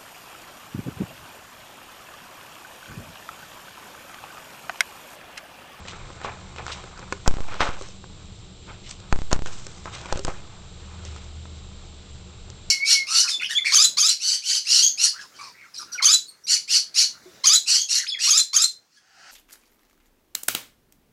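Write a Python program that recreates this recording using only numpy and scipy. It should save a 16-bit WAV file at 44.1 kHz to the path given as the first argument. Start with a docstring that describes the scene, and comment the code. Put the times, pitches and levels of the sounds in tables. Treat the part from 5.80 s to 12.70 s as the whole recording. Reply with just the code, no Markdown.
"""A light ball, batted by a cat, knocks round a hollow plastic track on a hard floor indoors. Each knock
rings the track and starts with a bright tick; many small clicks make the rolling rattle, and uneven grains
make the paw scuffs. A room echo follows. Behind lie a low room hum and a small camera's hiss and thin whine.
After some of the knocks the baseline of the signal drops by whole notches and clicks back up one at a time."""
import sys
import numpy as np
from scipy import signal
from scipy.fft import rfft, irfft, next_fast_len
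from scipy.io import wavfile

SR = 44100
rng = np.random.default_rng(int(sys.argv[2]) if len(sys.argv) > 2 else 0)


def unload_wav(signal):
    """Save mono or channel-first audio to the path in sys.argv[1] as 16-bit WAV at rate SR, clipped to [-1, 1]."""
    wavfile.write(
        sys.argv[1],
        SR,
        np.round(np.clip(np.atleast_2d(signal).T, -1, 1) * 32767).astype(np.int16),
    )


def gain_from_db(level_db):
    """Turn a decibel level (scalar or array-like) into a linear amplitude factor."""
    decades = np.asarray(level_db, float) / 20
    return 10 ** decades


N = 304334  # length in samples

# knocks of ball and paw on the track:
# (time [s], wall peak [dB], hollow peak [dB], tick peak [dB], wall colour [Hz])
KNOCK_EVENTS = [(0.053, -30, -39, -50, 1210), (0.084, -24.5, -52, -28, 2060),
                (0.1333, -26.5, -40.5, -42, 1220), (0.3035, -27.5, -39, -42, 1380),
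                (0.4154, -25, -48, -36, 1380), (0.4473, -15, -41, -41, 880), (0.464, -41, -32.5, -38, 1300),
                (0.7621, -24, -42, -35, 1750), (0.7844, -20.5, -39, -35, 1850),
                (0.8655, -18.5, -45, -24, 1490), (0.8809, -19, -44, -30, 1680),
                (0.9004, -27, -44, -35, 1360), (1.0401, -29, -36, -37, 1700), (1.1766, -32, -48, -33, 1370),
                (1.194, -40, -39, -29.5, 1230), (1.228, -30, -37, -42, 1280),
                (1.3249, -8, -24.5, -18.5, 1540), (1.4615, -17.5, -44, -45, 1160),
                (1.4657, -16.5, -51, -39, 1060), (1.4773, -4.5, -18, -6, 1330),
                (1.5849, -23.5, -31, -40, 920), (1.685, -24.5, -49, -39, 1090),
                (1.742, -23, -38, -32, 1370), (1.797, -27, -43, -31, 1350),
                (1.8064, -3.5, -31.5, -31, 1490), (1.832, -9, -35, -24, 1750), (1.855, -16, -35, -32, 1470),
                (2.0121, -28, -28.5, -35, 975), (2.0222, -36, -59, -24.5, 1340),
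                (2.0867, -42, -43, -34, 1660), (2.2415, -28, -43, -46, 1110), (3.1108, -29, -58, -20, 2180),
                (3.202, -47, -48, -32, 1230), (3.3263, -5.5, -23, -17.5, 1150), (3.51, -32, -41, -29, 1370),
                (3.515, -15, -40, -21, 1060), (3.529, -6.5, -25, -2.5, 890),
                (3.6602, -18, -38, -25.5, 1600), (3.67, -27, -42, -36, 1490),
                (3.8672, -28, -35.5, -22, 1630), (4.057, -18.5, -39, -32, 1090),
                (4.1384, -36, -44, -33, 1600), (4.214, -44, -42, -29.5, 1820),
                (4.258, -19.5, -36, -28, 1700), (4.3257, -8, -23.5, -16, 885),
                (4.3738, -29, -27, -24.5, 1350), (4.393, -32, -24, -20.5, 1020),
                (4.449, -18, -26, -13, 1210), (4.47, -23, -49, -24, 1220), (4.4808, -14, -28.5, -25, 770),
                (5.2513, -46, -38, -24.5, 2780), (5.3625, -31.5, -58, -35, 1390),
                (5.6552, -31, -61, -49, 1360), (6.7017, -41, -43, -27, 1170)]
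# tones of the hollow track: (frequency [Hz], relative level [dB], share of the ring time [ratio])
TRACK_MODES = [(395, -2, 3.3), (533, 3, 1.4), (690, 6, 0.76), (833, 1.5, 1.24), (1060, 3.5, 0.91),
               (1282, 3.5, 0.84), (1490, 3, 0.73), (1750, -1, .8), (2134, 0, 0.96), (2450, 6, 0.74),
               (2760, 11, 0.21), (3250, -9, 0.98)]
# how briskly the ball rolls, as its rattle: (time [s], level [dB])
ROLLING_LEVEL = [(0.0, -50.5), (0.2, -49), (1.1, -51), (1.45, -55), (1.6, -49.5), (1.748, -36), (1.8, -49),
                 (2.0, -46.5), (2.18, -63), (2.4, -56), (2.85, -66), (3.62, -70.5), (3.73, -52),
                 (4.04, -55), (4.19, -48.5), (4.32, -39.5), (4.42, -51), (4.87, -55), (5.22, -51.5),
                 (5.4, -52), (5.52, -58.5), (6.9, -59.5)]
# a swat makes the ball chatter for a moment: (time [s], peak level [dB], time to fall 10 dB [s])
SWAT_EVENTS = [(0.094, -45.5, 0.3), (0.457, -33.5, 0.08), (0.795, -33.5, 0.036), (0.896, -35, 0.05),
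               (0.96, -44.5, .15), (1.189, -42.5, 0.09), (1.475, -30, 0.0172), (1.527, -45.5, 0.14),
               (1.817, -20, 0.0332), (1.87, -31, 0.0581), (2.025, -46, 0.06), (2.895, -43, .065),
               (3.099, -52.5, 0.08), (3.221, -55, 0.35), (3.334, -51, 0.1), (3.527, -26, 0.0223),
               (3.684, -43.5, 0.05), (4.069, -36, 0.02), (4.149, -40.5, 0.08), (4.486, -38, 0.06)]
# strokes of the paw; those with a zero or negative fall time make no sound:
# (time [s], peak level [dB], time to fall 10 dB [s], claws against fur [dB])
PAW_STROKES = [(0.084, -41, 0.06, -9.5), (0.445, -43.5, .05, -11), (0.784, -48, 0.04, -15),
               (0.882, -44, 0.04, -5), (0.919, -35.5, 0.0463, -7.5), (0.97, -50, 0.06, -6),
               (1.33, -51.5, 0.06, -1), (1.475, -48, 0.04, 4), (1.527, -53, .12, -0.5),
               (1.735, -45.5, 0.1, -17), (1.811, -22.5, 0.0122, -16), (1.84, -35, .07, -9),
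               (2.024, -50, 0.1, 1), (2.401, -61, -0.02, 13), (2.895, -55, 0.2, -13),
               (3.067, -44, 0.06, -13), (3.095, -48.5, .03, 7.5), (3.21, -57, -0.06, 9.5),
               (3.323, -52, .018, 2), (3.364, -54, 0.14, 0.5), (3.529, -35, .012, 2), (3.545, -51, 0.01, 9),
               (3.672, -42.5, .016, 1.5), (3.73, -54.5, 0.35, 5.5), (4.06, -43, 0, -17),
               (4.146, -40.5, 0.05, -5), (4.29, -50, 0.16, -5), (4.436, -50, 0.01, 6),
               (4.486, -55, 0.07, 6), (5.262, -47.5, 0.07, -5.5), (5.378, -53, 0.07, -12),
               (6.712, -56.5, -0.1, 6.5)]
# tone colour of the scuffs: (frequency [Hz], relative level per Hz [dB])
SCUFF_COLOUR = [(1180, -45), (2000, -8), (3060, -4.5), (3430, -5.5), (4040, -5), (4390, -8.5), (6170, -6.5),
                (8500, -12), (11000, -41.5), (18700, -120)]
# tone colour of the room and camera hiss: (frequency [Hz], relative level per Hz [dB])
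HISS_COLOUR = [(120, -34), (200, -4), (213, -12.5), (489, -11.5), (537, -22.5), (581, -14.5), (1010, -22.5),
               (1200, -21), (1660, -28.5), (3820, -14.5), (6410, -31.5), (7270, -21.5), (8500, -30.5),
               (11000, -63), (18700, -120)]
# low room hum as noise in resonances: (frequency [Hz], width [Hz], level [dB])
HUM_RESONANCES = [(28.8, 13, -48.5), (97.1, 37, -50.5), (123.9, 13.8, -52.5), (156, 11, -61),
                  (185.8, 23.3, -54), (302, 2.4, -69), (360, 13, -63.5), (472, 74, -67.5)]
# the strongest hum tone swells and fades: (time [s], level [dB])
DRONE_LEVEL = [(0.0, -51), (0.35, -53.5), (0.71, -46.5), (1.15, -52), (2.02, -51.5), (2.58, -46.5),
               (2.98, -55.5), (3.48, -48), (3.8, -61), (4.2, -46), (4.57, -53.5), (4.96, -45.5), (5.3, -41),
               (5.84, -38.5), (5.98, -46.5), (6.9, -46.5)]
# baseline drops after some knocks: (time [s], size [notches], wait until the first climbs back [s])
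BASELINE_DROPS = [(1.4786, 3, .0325), (1.47995, 1, .12585), (1.8065, 1, .0842), (3.3274, 3, .0328),
                  (3.529, 3, .0338), (4.3249, 1, .0338), (4.449, 1, .0375)]


def knocks():
    """Each knock rings the wall tones near its colour and the hollow below them, led by a bright tick."""
    reach_octaves = 0.47  # how far from its colour a knock still excites the wall
    wall_t60, hollow_t60, tick_t60 = 0.022, 0.036, 0.012  # seconds to fall 60 dB, before each tone's share
    size = SR // 5
    out, t = np.zeros(N + size), np.arange(size) / SR
    hz, level_db, share = np.transpose(TRACK_MODES)[:, :, None]
    hollow = hz[:, 0] < 600
    ring_s = np.where(hz < 600, hollow_t60, wall_t60) * share
    decay = gain_from_db(-60 * t / ring_s)
    for s, peak_db, hollow_db, tick_db, colour_hz in KNOCK_EVENTS:
        # the sharper a knock (tick over wall), the higher its tick
        sharpness_db = np.clip(tick_db - peak_db, -25, 6)
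        tick_hz = 5250 * 2 ** (0.012 * sharpness_db)
        near_db = -6 * (np.log2(hz / colour_hz) / reach_octaves) ** 2 * ~hollow[:, None]
        # every spot of the track rings a little differently
        detune = 1 + 0.02 * rng.standard_normal(hz.shape)
        strength = gain_from_db(level_db + near_db + 2 * rng.standard_normal(hz.shape))
        modes = strength * decay * np.sin(2 * np.pi * hz * detune * t)
        hollow_ring = modes[hollow].sum(axis=0)
        # one clear touch, then a little shudder
        contact = rng.standard_normal(size // 8) * gain_from_db(-22 - 60 * t[:size // 8] / 0.015)
        contact[0] = 1
        wall = signal.fftconvolve(modes[~hollow].sum(axis=0), contact)[:size]
        crack = rng.standard_normal(size) * gain_from_db(-60 * t / tick_t60)
        crack[0] = 0.96  # a hard edge leads the crackle
        band = signal.butter(2, [0.52 * tick_hz, 1.48 * tick_hz], "band", fs=SR, output="sos")
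        tick = signal.sosfilt(band, crack)
        at = round(s * SR)
        for part, db in ((wall, peak_db), (hollow_ring, hollow_db), (tick, tick_db)):
            out[at:at + size] += gain_from_db(db) * part / np.abs(part).max()
    return out[:N]


def rattle(rolling_db):
    """The rolling ball chatters on the seams: dense clumped clicks dealt to the track's tones."""
    tilt_db = -7  # rolling favours the middle tones, dB per octave squared
    clicks = grains(2500 * gain_from_db(3.0 * drift(25)), 1.4)
    dealt = rng.integers(0, len(TRACK_MODES), N)
    rings = np.zeros(N)
    for k, (hz, db, share) in enumerate(TRACK_MODES):
        gain = gain_from_db(db + tilt_db * np.log2(hz / 1200) ** 2)
        rings += gain * ring(clicks * (dealt == k), hz, 0.014 * share)
    swat_power = bursts(*np.transpose(SWAT_EVENTS), rise=0.29)
    return np.sqrt(gain_from_db(2 * rolling_db) + swat_power) * rms_one(rings)


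def scuff(rolling_db):
    """Fur and claws drag over plastic: fine uneven grains, claws brighter than fur."""
    split_hz, rise = 4800, 0.37  # fur below the split, claws above; rise time as a share of the fall time
    drag = coloured(grains(5000 * gain_from_db(2.8 * drift(40)), 2.76), SCUFF_COLOUR)
    dull = signal.sosfiltfilt(signal.butter(3, split_hz, fs=SR, output="sos"), drag)
    s, db, fall_s, claws_db = np.transpose(PAW_STROKES)
    # faint unbroken shuffling, livelier while the ball rolls
    shuffle = gain_from_db(-63 + 0.35 * (rolling_db - rolling_db.mean()))
    fur = np.sqrt(shuffle ** 2 + bursts(s, db, fall_s, rise))
    claws = np.sqrt((shuffle * gain_from_db(1.5)) ** 2 + bursts(s, db + claws_db, fall_s, rise))
    return fur * rms_one(dull) + claws * rms_one(drag - dull)


def room(x):
    """Room echo: eight feedback delays, duller on every round."""
    t60_s, wall_cut_hz = 0.32, 2400  # time for the lows to fall 60 dB; treble loss on each round
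    size = next_fast_len(N + SR)
    turn = np.exp(-2j * np.pi * np.fft.rfftfreq(size))  # a delay of one sample
    dull = np.exp(-2 * np.pi * wall_cut_hz / SR)
    echoes = 0
    for k, lag in enumerate((rng.uniform(0.008, 0.035, 8) * SR).astype(int)):
        loop = gain_from_db(-60 * lag / SR / t60_s) * (1 - dull) / (1 - dull * turn) * turn ** lag
        echoes = echoes + (-1) ** k * loop / (1 - loop)
    return irfft(rfft(x, size) * echoes, size)[:N]


def room_tone():
    """Steady background: hiss, hum as noise in resonances, a swelling drone and the camera's whine."""
    drone_hz, drone_waver_hz, whine_hz = 75.6, 3.6, 7380
    hiss = gain_from_db(-51.5 + 0.5 * drift(0.96)) * coloured(rng.standard_normal(N), HISS_COLOUR)
    hum = sum(gain_from_db(db) * narrow_noise(hz, width_hz) for hz, width_hz, db in HUM_RESONANCES)
    phase = 2 * np.pi * np.cumsum(drone_hz + drone_waver_hz * drift(2.5)) / SR
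    drone_db = in_time(DRONE_LEVEL)[0] + 2.0 * drift(6.1)
    drone = gain_from_db(drone_db) * np.sqrt(2) * np.sin(phase)
    whine = gain_from_db(-62) * np.sqrt(2) * np.sin(2 * np.pi * whine_hz * np.arange(N) / SR)
    whine_skirt = gain_from_db(-72.5) * narrow_noise(whine_hz, 120)  # soft noise around the whine
    return hiss + hum + drone + whine + whine_skirt


def rms_one(x):
    """Scale to an rms (average strength) of 1."""
    return x / np.sqrt(np.mean(x ** 2) + 1e-20)


def in_time(rows):
    """Draw a curve through the rows: each column after the time, with one value per sample."""
    s, *columns = np.transpose(rows)
    return [np.interp(np.arange(N) / SR, s, c) for c in columns]


def drift(rate):
    """Slow random wandering with a spread of 1; a higher rate [Hz] wanders faster."""
    r = np.exp(-80 * np.pi * rate / SR)  # worked out on every 40th sample
    slow = signal.lfilter([1], [1, -2 * r, r * r], rng.standard_normal(N // 40 + 2002))[2000:]
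    return np.interp(np.arange(N) / 40, np.arange(len(slow)), rms_one(slow))


def ring(clicks, hz, t60):
    """A resonance: a click of size 1 sets a sine of height 1 ringing, 60 dB down after t60 seconds."""
    r, w = gain_from_db(-60 / (t60 * SR)), 2 * np.pi * hz / SR
    return signal.lfilter([0, np.sin(w)], [1, -2 * r * np.cos(w), r * r], clicks + 1e-18)


def coloured(x, spectrum):
    """Give a flat signal a tone colour by weighting its frequencies; rms 1."""
    hz, level_db = np.transpose(spectrum)
    bins_hz = np.fft.rfftfreq(N, 1 / SR) + 1
    weight_db = np.interp(np.log(bins_hz), np.log(hz), level_db)
    return rms_one(irfft(rfft(x) * gain_from_db(weight_db), N))


def narrow_noise(hz, width_hz):
    """Noise sent twice through a resonance; rms 1."""
    x = rng.standard_normal(N + SR)
    t60 = np.log(1000) / (np.pi * width_hz)
    return rms_one(ring(ring(x, hz, t60), hz, t60)[SR:])  # drop the first second, while it builds up


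def grains(per_s, spread_db):
    """Random clicks of very uneven size, per_s of them each second on average."""
    sizes = gain_from_db(spread_db * np.minimum(rng.exponential(1, N), 5)) * rng.choice([-1, 1], N)
    return sizes * (rng.random(N) < per_s / SR)


def bursts(s, db, fall_s, rise):
    """Power of events that swell quickly to a peak and die away; rise is a share of the fall time."""
    t, out = np.arange(N) / SR, np.zeros(N)
    for at, peak_db, fall in zip(s, db, fall_s):
        near = slice(max(0, int((at - 4 * rise * fall) * SR)), int((at + 4 * fall) * SR))
        since = (t[near] - at) / fall
        out[near] += gain_from_db(2 * (peak_db - 10 * np.maximum(since, -since / rise)))
    return out


def scene():
    """Add up the toy, its room echo and the room tone."""
    rolling_db, = in_time(ROLLING_LEVEL)
    toy = knocks() + rattle(rolling_db) + scuff(rolling_db)
    echo = gain_from_db(-25.5) * room(toy)
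    return (toy + echo + room_tone())[None]


def notches():
    """How many notches down the baseline sits: falls come in quick succession, rises at an even pace."""
    fall_s, climb_s = 0.00039, 0.02937  # time between one notch and the next, down and up
    steps = np.zeros(N)
    for s, count, hold_s in BASELINE_DROPS:
        order = np.arange(count)
        steps[np.round((s + fall_s * order) * SR).astype(int)] += 1
        steps[np.round((s + hold_s + climb_s * order) * SR).astype(int)] -= 1
    return np.cumsum(steps)


def roll_off(x):
    """The treble ends steeply here."""
    return signal.sosfilt(signal.butter(12, 16970, fs=SR, output="sos"), x)


def record(dry):
    """The level dips with each notch, the offset settles through the coupling, the top is cut, peaks clip."""
    notch, notch_dip_db, settle_s = 0.11, -0.86, 0.097  # step in full scale; level change; settling time
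    cutoff_hz, ceiling = 8530, 0.68  # treble limit; clipping height in full scale
    down = notches()
    leak = np.exp(-1 / (settle_s * SR))
    offset = signal.lfilter([1, -1], [1, -leak], -notch * down)
    x = dry * gain_from_db(notch_dip_db * down) + offset
    cut = signal.firwin(301, cutoff_hz, window=("kaiser", 8), fs=SR)
    x = signal.fftconvolve(x, cut[None], mode="same")
    return roll_off(np.clip(x, -ceiling, ceiling))


dry = scene()
out = record(dry)
unload_wav(out)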